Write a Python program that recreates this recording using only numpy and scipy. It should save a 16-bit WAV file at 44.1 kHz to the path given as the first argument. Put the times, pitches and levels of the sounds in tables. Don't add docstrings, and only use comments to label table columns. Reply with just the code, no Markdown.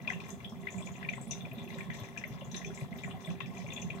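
import sys
import numpy as np
from scipy import signal
from scipy.fft import rfft, irfft
from scipy.io import wavfile

SR = 44100
rng = np.random.default_rng(int(sys.argv[2]) if len(sys.argv) > 2 else 0)


def materialize(psi):
    bounded = np.clip(np.atleast_2d(psi).T, -1, 1)
    quanta = np.round(bounded * 32767).astype(np.int16)
    wavfile.write(sys.argv[1], SR, quanta)


N = 176400
TIME = np.arange(N) / SR


# start in seconds, relative level in dB, pitch in Hz at the top of the swell.
BIG_POCKETS = [(0.029,-46,168),(0.077,-43,224),(0.152,-44,150),(.19,-41,176),(0.326,-39,189),(0.458,-38,207),(0.52,-33.5,219),(.57,-56.5,122),(0.627,-61,178),(0.676,-44,198),(0.745,-34,188),(0.766,-40,116.3),(0.849,-36.5,217),(0.892,-39,149),(0.969,-43,139),(1.036,-35.5,169.6),(1.069,-38,162),(1.123,-40,212),(1.2,-41,190),(1.269,-37.5,197),(1.315,-38,185),(1.434,-35.5,172),(1.514,-37,129),(1.566,-34,210),(1.598,-38.5,165),(1.699,-50,172),(1.77,-37.5,149.5),(1.854,-34,183),(1.885,-34.5,156),(2.016,-37.5,117),(2.087,-56,174),(2.182,-35.5,216),(2.255,-38,173),(2.303,-35.5,135),(2.344,-35.5,157),(2.422,-39,179),(2.469,-38,140),(2.529,-35.5,223),(2.671,-33.5,166.7),(2.72,-38,188),(2.817,-33,139),(2.917,-35,207),(2.947,-35,175.4),(3.045,-31,174),(3.073,-41,151),(3.146,-45,226),(3.277,-31,169),(3.296,-33.5,188),(3.422,-40,133.4),(3.473,-35.5,219),(3.53,-42,146),(3.636,-36,129),(3.677,-36,185),(3.735,-37,180),(3.825,-39,206),(3.845,-34,172),(3.901,-34.5,141),(3.949,-30,175.5)]
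# start in seconds, relative level in dB, starting pitch in Hz.
MID_POCKETS = [(.074,-44,650),(.107,-39,716),(.323,-43.5,368),(.741,-45,678),(.758,-56,680),(.802,-43,626),(1.113,-42.5,677),(1.464,-42.5,573),(1.527,-44,662),(1.666,-42.5,364),(1.756,-41.5,540),(1.996,-45.5,567),(2.249,-45.5,610),(2.418,-40.5,550),(2.546,-43.5,366),(2.657,-41.5,415),(2.672,-40.5,392),(2.7,-40,390),(2.814,-43,550),(3.078,-43,690),(3.144,-40,753),(3.276,-40.5,641),(3.585,-42,694),(3.641,-41,578),(3.727,-45,525),(3.772,-48,592)]

def gulps():
    swell_s, rise_per_s = 0.0078, 1.7
    out = np.zeros(N)
    for start, db, hz in BIG_POCKETS:
        start_hz = hz / (1 + rise_per_s * swell_s)
        add(out, start, from_db(db - 5.5) * bubble(start_hz, swell_s, rise_per_s))
    for start, db, hz in MID_POCKETS:
        add(out, start, from_db(db - 3) * bubble(hz, swell_s=0.0045, rise_per_s=1))
    return out


def bubble(hz, swell_s, rise_per_s):
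    t = TIME[:int(10 * swell_s * SR)]
    envelope = t / swell_s * np.exp(1 - t / swell_s)
    return envelope * np.sin(2 * np.pi * hz * (t + rise_per_s * t * t / 2))


def swarm(per_s, low_hz, high_hz, swell_cycles, rise, spread_db):
    out = np.zeros(N)
    sizes = clicks(per_s, spread_db)
    pitches = low_hz * (high_hz / low_hz) ** rng.random(N)
    for i in np.flatnonzero(sizes):
        swell_s = swell_cycles / pitches[i]
        add(out, i / SR, sizes[i] * bubble(pitches[i], swell_s, rise / swell_s))
    return out


# pitch in Hz, width in Hz, gain in dB.
COLUMN_MODES = [(141.5,20,-5),(181.7,15.3,9),(223.7,10.9,5.5),(333,28,-12),(389.1,8,0.5),(448,17,-49),(544,25,-10.5),(645,36,-11.5),(681.4,10,-5)]

def churn(surge):
    knocks = body(clicks(per_s=1000, spread_db=4.5) * stirring(), COLUMN_MODES)
    knocks = signal.sosfilt(signal.butter(3, 1000, fs=SR, output="sos"), knocks)
    gurgles = swarm(per_s=200, low_hz=383, high_hz=932, swell_cycles=0.82, rise=0.02, spread_db=3.0)
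    flow = from_db(0.68 * surge)
    return from_db(-48) * rms_one(knocks * flow) + from_db(-62) * rms_one(gurgles * flow)


def stirring():
    settle_s, steady = 0.038, 3.7
    stirs = np.zeros(N)
    for start, db, _ in BIG_POCKETS:
        add(stirs, start, from_db(db / 2) * np.exp(-TIME[:SR // 2] / settle_s))
    return steady + rms_one(stirs)


# start in seconds, pitch in Hz, relative level in dB.
BUBBLE_BURSTS = [(.048,1900,-42),(.075,2495,-22),(.086,970,-34.5),(.099,1640,-38),(.101,2010,-23),(.117,2020,-43),(.121,1050,-38),(.132,2660,-35.5),(.163,924,-44.5),(.171,2453,-54),(.201,2490,-37),(.215,1090,-41.5),(.288,930,-39.5),(.403,2230,-43),(.445,3284,-41.5),(.521,1106,-43.5),(.670,2040,-25.5),(.685,2380,-34.5),(.742,2030,-45),(.742,915,-42),(.782,2407,-42.5),(.803,2400,-46),(.812,980,-43),(.822,3360,-50.5),(.871,2305,-38.5),(.955,2500,-43.5),(1.028,1880,-32),(1.047,2290,-34.5),(1.088,2357,-24.5),(1.134,2140,-30.5),(1.169,2000,-41.5),(1.179,930,-34.5),(1.310,2690,-40),(1.331,2200,-41),(1.405,3600,-46),(1.451,2380,-37.5),(1.457,950,-44.5),(1.514,2550,-40.5),(1.581,3740,-46.5),(1.594,3520,-50.5),(1.675,2590,-43.5),(1.703,2080,-39.5),(1.726,935,-43),(1.741,3840,-47),(1.785,1860,-35),(1.806,2280,-32),(1.808,1068,-44),(1.901,1940,-30),(1.915,2210,-42),(1.947,2160,-42),(2.010,2100,-54),(2.041,2460,-44.5),(2.086,2000,-44),(2.163,1760,-38.5),(2.174,2490,-30.5),(2.214,1850,-39.5),(2.238,2080,-28),(2.410,2880,-40),(2.413,990,-45),(2.544,1850,-38),(2.544,3780,-40),(2.568,3600,-48),(2.569,950,-46),(2.615,1920,-37),(2.645,2427,-35),(2.666,3340,-50),(2.702,1450,-45),(2.774,2170,-39.5),(2.808,2450,-47),(2.844,1110,-44.5),(2.927,2080,-38),(2.985,3740,-50),(3.035,2320,-33.5),(3.044,1940,-32.5),(3.075,1053,-40),(3.109,2900,-39),(3.109,1182,-42.5),(3.245,3510,-46.5),(3.272,2240,-41.5),(3.302,2560,-41.5),(3.307,1080,-41.5),(3.387,2470,-53),(3.404,2610,-31.5),(3.404,1060,-32),(3.405,1900,-36.5),(3.457,2420,-43),(3.501,2150,-47),(3.569,2380,-40.5),(3.663,2266,-40),(3.687,2200,-38.5),(3.702,3580,-42.5),(3.721,2543,-34.5),(3.762,3460,-41),(3.770,940,-45),(3.775,2510,-34.5),(3.821,2530,-38.5),(3.902,2470,-31),(3.983,1150,-42.5)]
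# frequency in Hz, gain in dB.
CROWD_EQ = [(750,-1),(1050,6.5),(1400,-6),(1650,0),(1950,9),(2500,4.5),(3300,-1),(4200,-1)]

def plinks(surge):
    snap_hz, snap_db_per_octave = 2400, 14
    out = np.zeros(N)
    for start, hz, db in BUBBLE_BURSTS:
        add(out, start, from_db(db + 1.5) * plink(hz))
        snap_db = db - 10.5 + snap_db_per_octave * np.log2(hz / snap_hz)
        add(out, start, from_db(snap_db) * burst(snap_hz, width_hz=600, t60_s=0.028))
    crowd = swarm(per_s=600, low_hz=844, high_hz=3750, swell_cycles=0.95, rise=0.037, spread_db=4.5)
    crowd = colour(crowd, CROWD_EQ) * from_db(2.13 * surge)
    return out + from_db(-58) * rms_one(crowd)


def plink(hz, swell_s=0.0005, ring_s=0.0033, rise_per_s=1):
    t = TIME[:SR // 40]
    envelope = (1 - np.exp(-(t / swell_s) ** 2)) * np.exp(-(t / ring_s) ** 2)
    return envelope * np.sin(2 * np.pi * hz * (t + rise_per_s * t * t / 2))


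def burst(hz, width_hz, t60_s):
    t = TIME[:SR // 4]
    grit = rng.standard_normal(len(t)) ** 3
    band = resonate(resonate(grit, hz, width_hz), hz, 2 * width_hz)
    return rms_one(band) * from_db(-60 * t / t60_s)


# start in seconds, pitch in Hz, relative level in dB.
SPRAY_HITS = [(0.098,6000,-41),(.122,6600,-41),(.202,4140,-43),(.444,3180,-44),(.822,3300,-49.5),(1.405,3500,-54),(3.109,3200,-54),(3.243,3380,-49),(3.403,3300,-38.5),(.303,6800,-34),(0.434,9200,-52),(.496,5450,-46.5),(0.607,7340,-54),(.704,6700,-42),(.72,6800,-45),(0.78,7100,-40),(0.804,8200,-46.5),(.857,6860,-39),(0.917,6870,-45),(.96,6700,-62),(1.094,6200,-46),(1.126,6500,-45),(1.153,7800,-44),(1.173,7900,-55),(1.212,7950,-44.5),(1.244,6700,-54),(1.309,6240,-33),(1.310,5250,-37),(1.309,3560,-42),(1.635,6300,-53),(1.691,6350,-46),(1.78,7600,-49),(1.905,6300,-51),(1.934,5700,-50),(2.085,5730,-49.5),(2.175,5940,-37.5),(2.256,6260,-52),(2.325,4860,-44),(2.445,6800,-44.5),(2.475,6760,-60),(2.514,6200,-36.5),(2.514,4040,-50),(2.543,4180,-32.5),(2.559,9500,-46),(2.563,6140,-42),(2.647,5970,-45),(2.662,5870,-40),(2.745,7230,-39),(2.774,7200,-46),(2.811,4400,-43),(3.035,7150,-42.5),(3.11,8400,-49),(3.249,5420,-61),(3.257,8300,-47),(3.46,4940,-46),(3.569,6480,-42),(3.672,6200,-51),(3.732,6800,-39.5),(3.816,6200,-42.5),(3.903,6260,-50)]
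# frequency in Hz, gain in dB.
SPRAY_EQ = [(2500,-12),(3600,7),(4700,-12),(6300,0.5),(7800,-3),(9000,-5),(12000,1),(16000,-33)]
# pitch in Hz, width in Hz, gain in dB.
WALL_MODES = [(5116,300,18),(5580,110,1),(6155,47,10),(6225,15,8),(6835,30,7.5),(7810,160,13.5),(8750,120,10.5)]

def spray(surge):
    splashes = np.zeros(N)
    for start, hz, db in SPRAY_HITS:
        patter = burst(hz, width_hz=670, t60_s=0.038)
        clumps = rms_one(from_db(4.5 * drift(per_s=308)[:len(patter)]))
        add(splashes, start, from_db(db + 0.5) * patter * clumps)
        crack = burst(hz, width_hz=2300, t60_s=0.01)
        add(splashes, start, from_db(db - 2.5) * crack)
    drops = swarm(per_s=210, low_hz=3930, high_hz=9260, swell_cycles=1.0, rise=0.0039, spread_db=6)
    drops = from_db(-62) * rms_one(drops * from_db(4.2 * surge))
    hits = colour(splashes + drops, SPRAY_EQ)
    return hits + from_db(-11.5) * body(hits, WALL_MODES)


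# start in seconds, pitch in Hz, relative level in dB.
TINY_CRACKS = [(.288,12600,-58),(1.276,10200,-54.5),(1.418,15100,-61),(1.532,13300,-55),(1.643,12800,-62),(1.683,13000,-60),(1.782,13000,-63),(1.81,13600,-68),(1.941,11800,-61),(1.972,13200,-64),(2.000,13200,-58.5),(2.086,10600,-69),(2.276,12300,-54),(2.639,14600,-64),(2.803,11100,-57),(2.972,14200,-57),(3.270,12400,-61),(3.733,14300,-59)]

def ticks():
    fizz = swarm(per_s=110, low_hz=10300, high_hz=15600, swell_cycles=2.4, rise=0, spread_db=10)
    direct = from_db(-80.5) * rms_one(fizz)
    for start, hz, db in TINY_CRACKS:
        add(direct, start, from_db(db + 5.5) * burst(hz, width_hz=1200, t60_s=0.027))
    tail = room_tail(direct + body(direct, WALL_MODES))
    return stereo_gain(-12.5, 0) * (direct + from_db(-1) * tail)


# pitch in Hz, width in Hz, left gain, right gain.
ROOM_MODES = [(56.4,6.7,0.99,-0.44),(78,40,1.7,-0.41),(132.2,27.4,1.15,0.079),(170.4,32,-2.27,1)]

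def low_paths(x):
    waves = sum(np.outer([left, right], resonate(x, hz, width)) for hz, width, left, right in ROOM_MODES)
    return x + waves + from_db(-9.5) * room_tail(x)


# delay in seconds, left gain, right gain.
REFLECTIONS = [(.0003,0.12,0.23),(.00293,1,0.29),(.0085,0.044,0.29),(0.013,0.3,0.068),(0.0146,0.11,0.05)]
# pitch in Hz, width in Hz, gain in dB.
CHAMBER_MODES = [(1087,90,-2),(1801,75,14.5),(1838,39,4),(2794,70,18),(3415,210,24)]

def bright_paths(x):
    early = np.array([x, np.zeros(N)])
    for delay_s, left, right in REFLECTIONS:
        delayed = np.pad(x, (int(delay_s * SR), 0))[:N]
        early += np.outer([left, right], delayed)
    ringing = x + from_db(-2.5) * body(x, CHAMBER_MODES)
    return early + stereo_gain(-10, -12) * room_tail(ringing)


def spray_paths(x):
    return stereo_gain(-7, -20.5) * x + stereo_gain(-2, -9.5) * room_tail(x)


def room_tail(x, t60_s=0.2):
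    t = TIME[:SR // 2]
    tail = rng.standard_normal((2, len(t))) * from_db(-60 * t / t60_s)
    tail /= np.sqrt(np.sum(tail ** 2, axis=1, keepdims=True))
    return signal.fftconvolve(x[None], tail, axes=1)[:, :N]


# frequency in Hz, left and right density in dB per Hz.
ROOM_TONE_SPECTRUM = [(19.7,-106,-101),(42.3,-114,-104),(56,-76.5,-93),(108,-82,-78.5),(330,-95,-105.5),(1120,-101,-102),(4200,-111,-112),(10700,-116,-112),(12700,-120,-108),(15700,-121,-108)]

def room_tone():
    rows = np.array(ROOM_TONE_SPECTRUM)
    sides = [colour(rng.standard_normal(N), rows[:, [0, side]]) for side in (1, 2)]
    return np.array(sides) * np.sqrt(SR / 2)


def from_db(db):
    return 10 ** (np.asarray(db) / 20)


def stereo_gain(left_db, right_db):
    return from_db([[left_db], [right_db]])


def rms_one(x):
    return x / np.sqrt(np.mean(x ** 2) + 1e-20)


def colour(x, curve):
    size = 2 * N
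    hz, db = np.transpose(curve)
    bin_hz = np.arange(N + 1) * SR / size
    bin_db = np.interp(np.log(bin_hz + 1e-9), np.log(hz), db)
    cepstrum = irfft(np.log(from_db(bin_db)))
    cepstrum[1:N] *= 2
    cepstrum[N + 1:] = 0
    return irfft(rfft(x, size) * np.exp(rfft(cepstrum)))[..., :N]


def resonate(x, hz, width_hz):
    radius = np.exp(-np.pi * width_hz / SR)
    feedforward = np.array([1, 0, -1]) * (1 - radius * radius) / 2
    feedback = [1, -2 * radius * np.cos(2 * np.pi * hz / SR), radius * radius]
    return signal.lfilter(feedforward, feedback, x + 1e-18)


def body(x, modes):
    return sum(from_db(db) * resonate(x, hz, width) for hz, width, db in modes)


def drift(per_s):
    knots = rng.standard_normal(1000)
    return rms_one(np.interp(TIME * per_s, np.arange(len(knots)), knots))


def clicks(per_s, spread_db):
    sizes = from_db(spread_db * np.clip(rng.standard_normal(N), -2, 2))
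    signs = rng.choice([-1, 1], N)
    return sizes * signs * (rng.random(N) < per_s / SR)


def add(out, start_s, sound):
    i = int(np.clip(start_s * SR, 0, N - 1))
    out[i:i + len(sound)] += sound[:N - i]


def scene():
    surge = drift(per_s=24)
    lows = low_paths(gulps() + churn(surge))
    mids = bright_paths(plinks(surge))
    highs = spray_paths(spray(surge)) + ticks()
    return lows + mids + highs + room_tone()


def record(dry):
    low_cut = signal.butter(3, 41, "high", fs=SR, output="sos")
    high_cut = signal.ellip(12, .1, 80, 15900, fs=SR, output="sos")
    return signal.sosfilt(high_cut, signal.sosfilt(low_cut, dry))


dry = scene()
out = record(dry)
materialize(out)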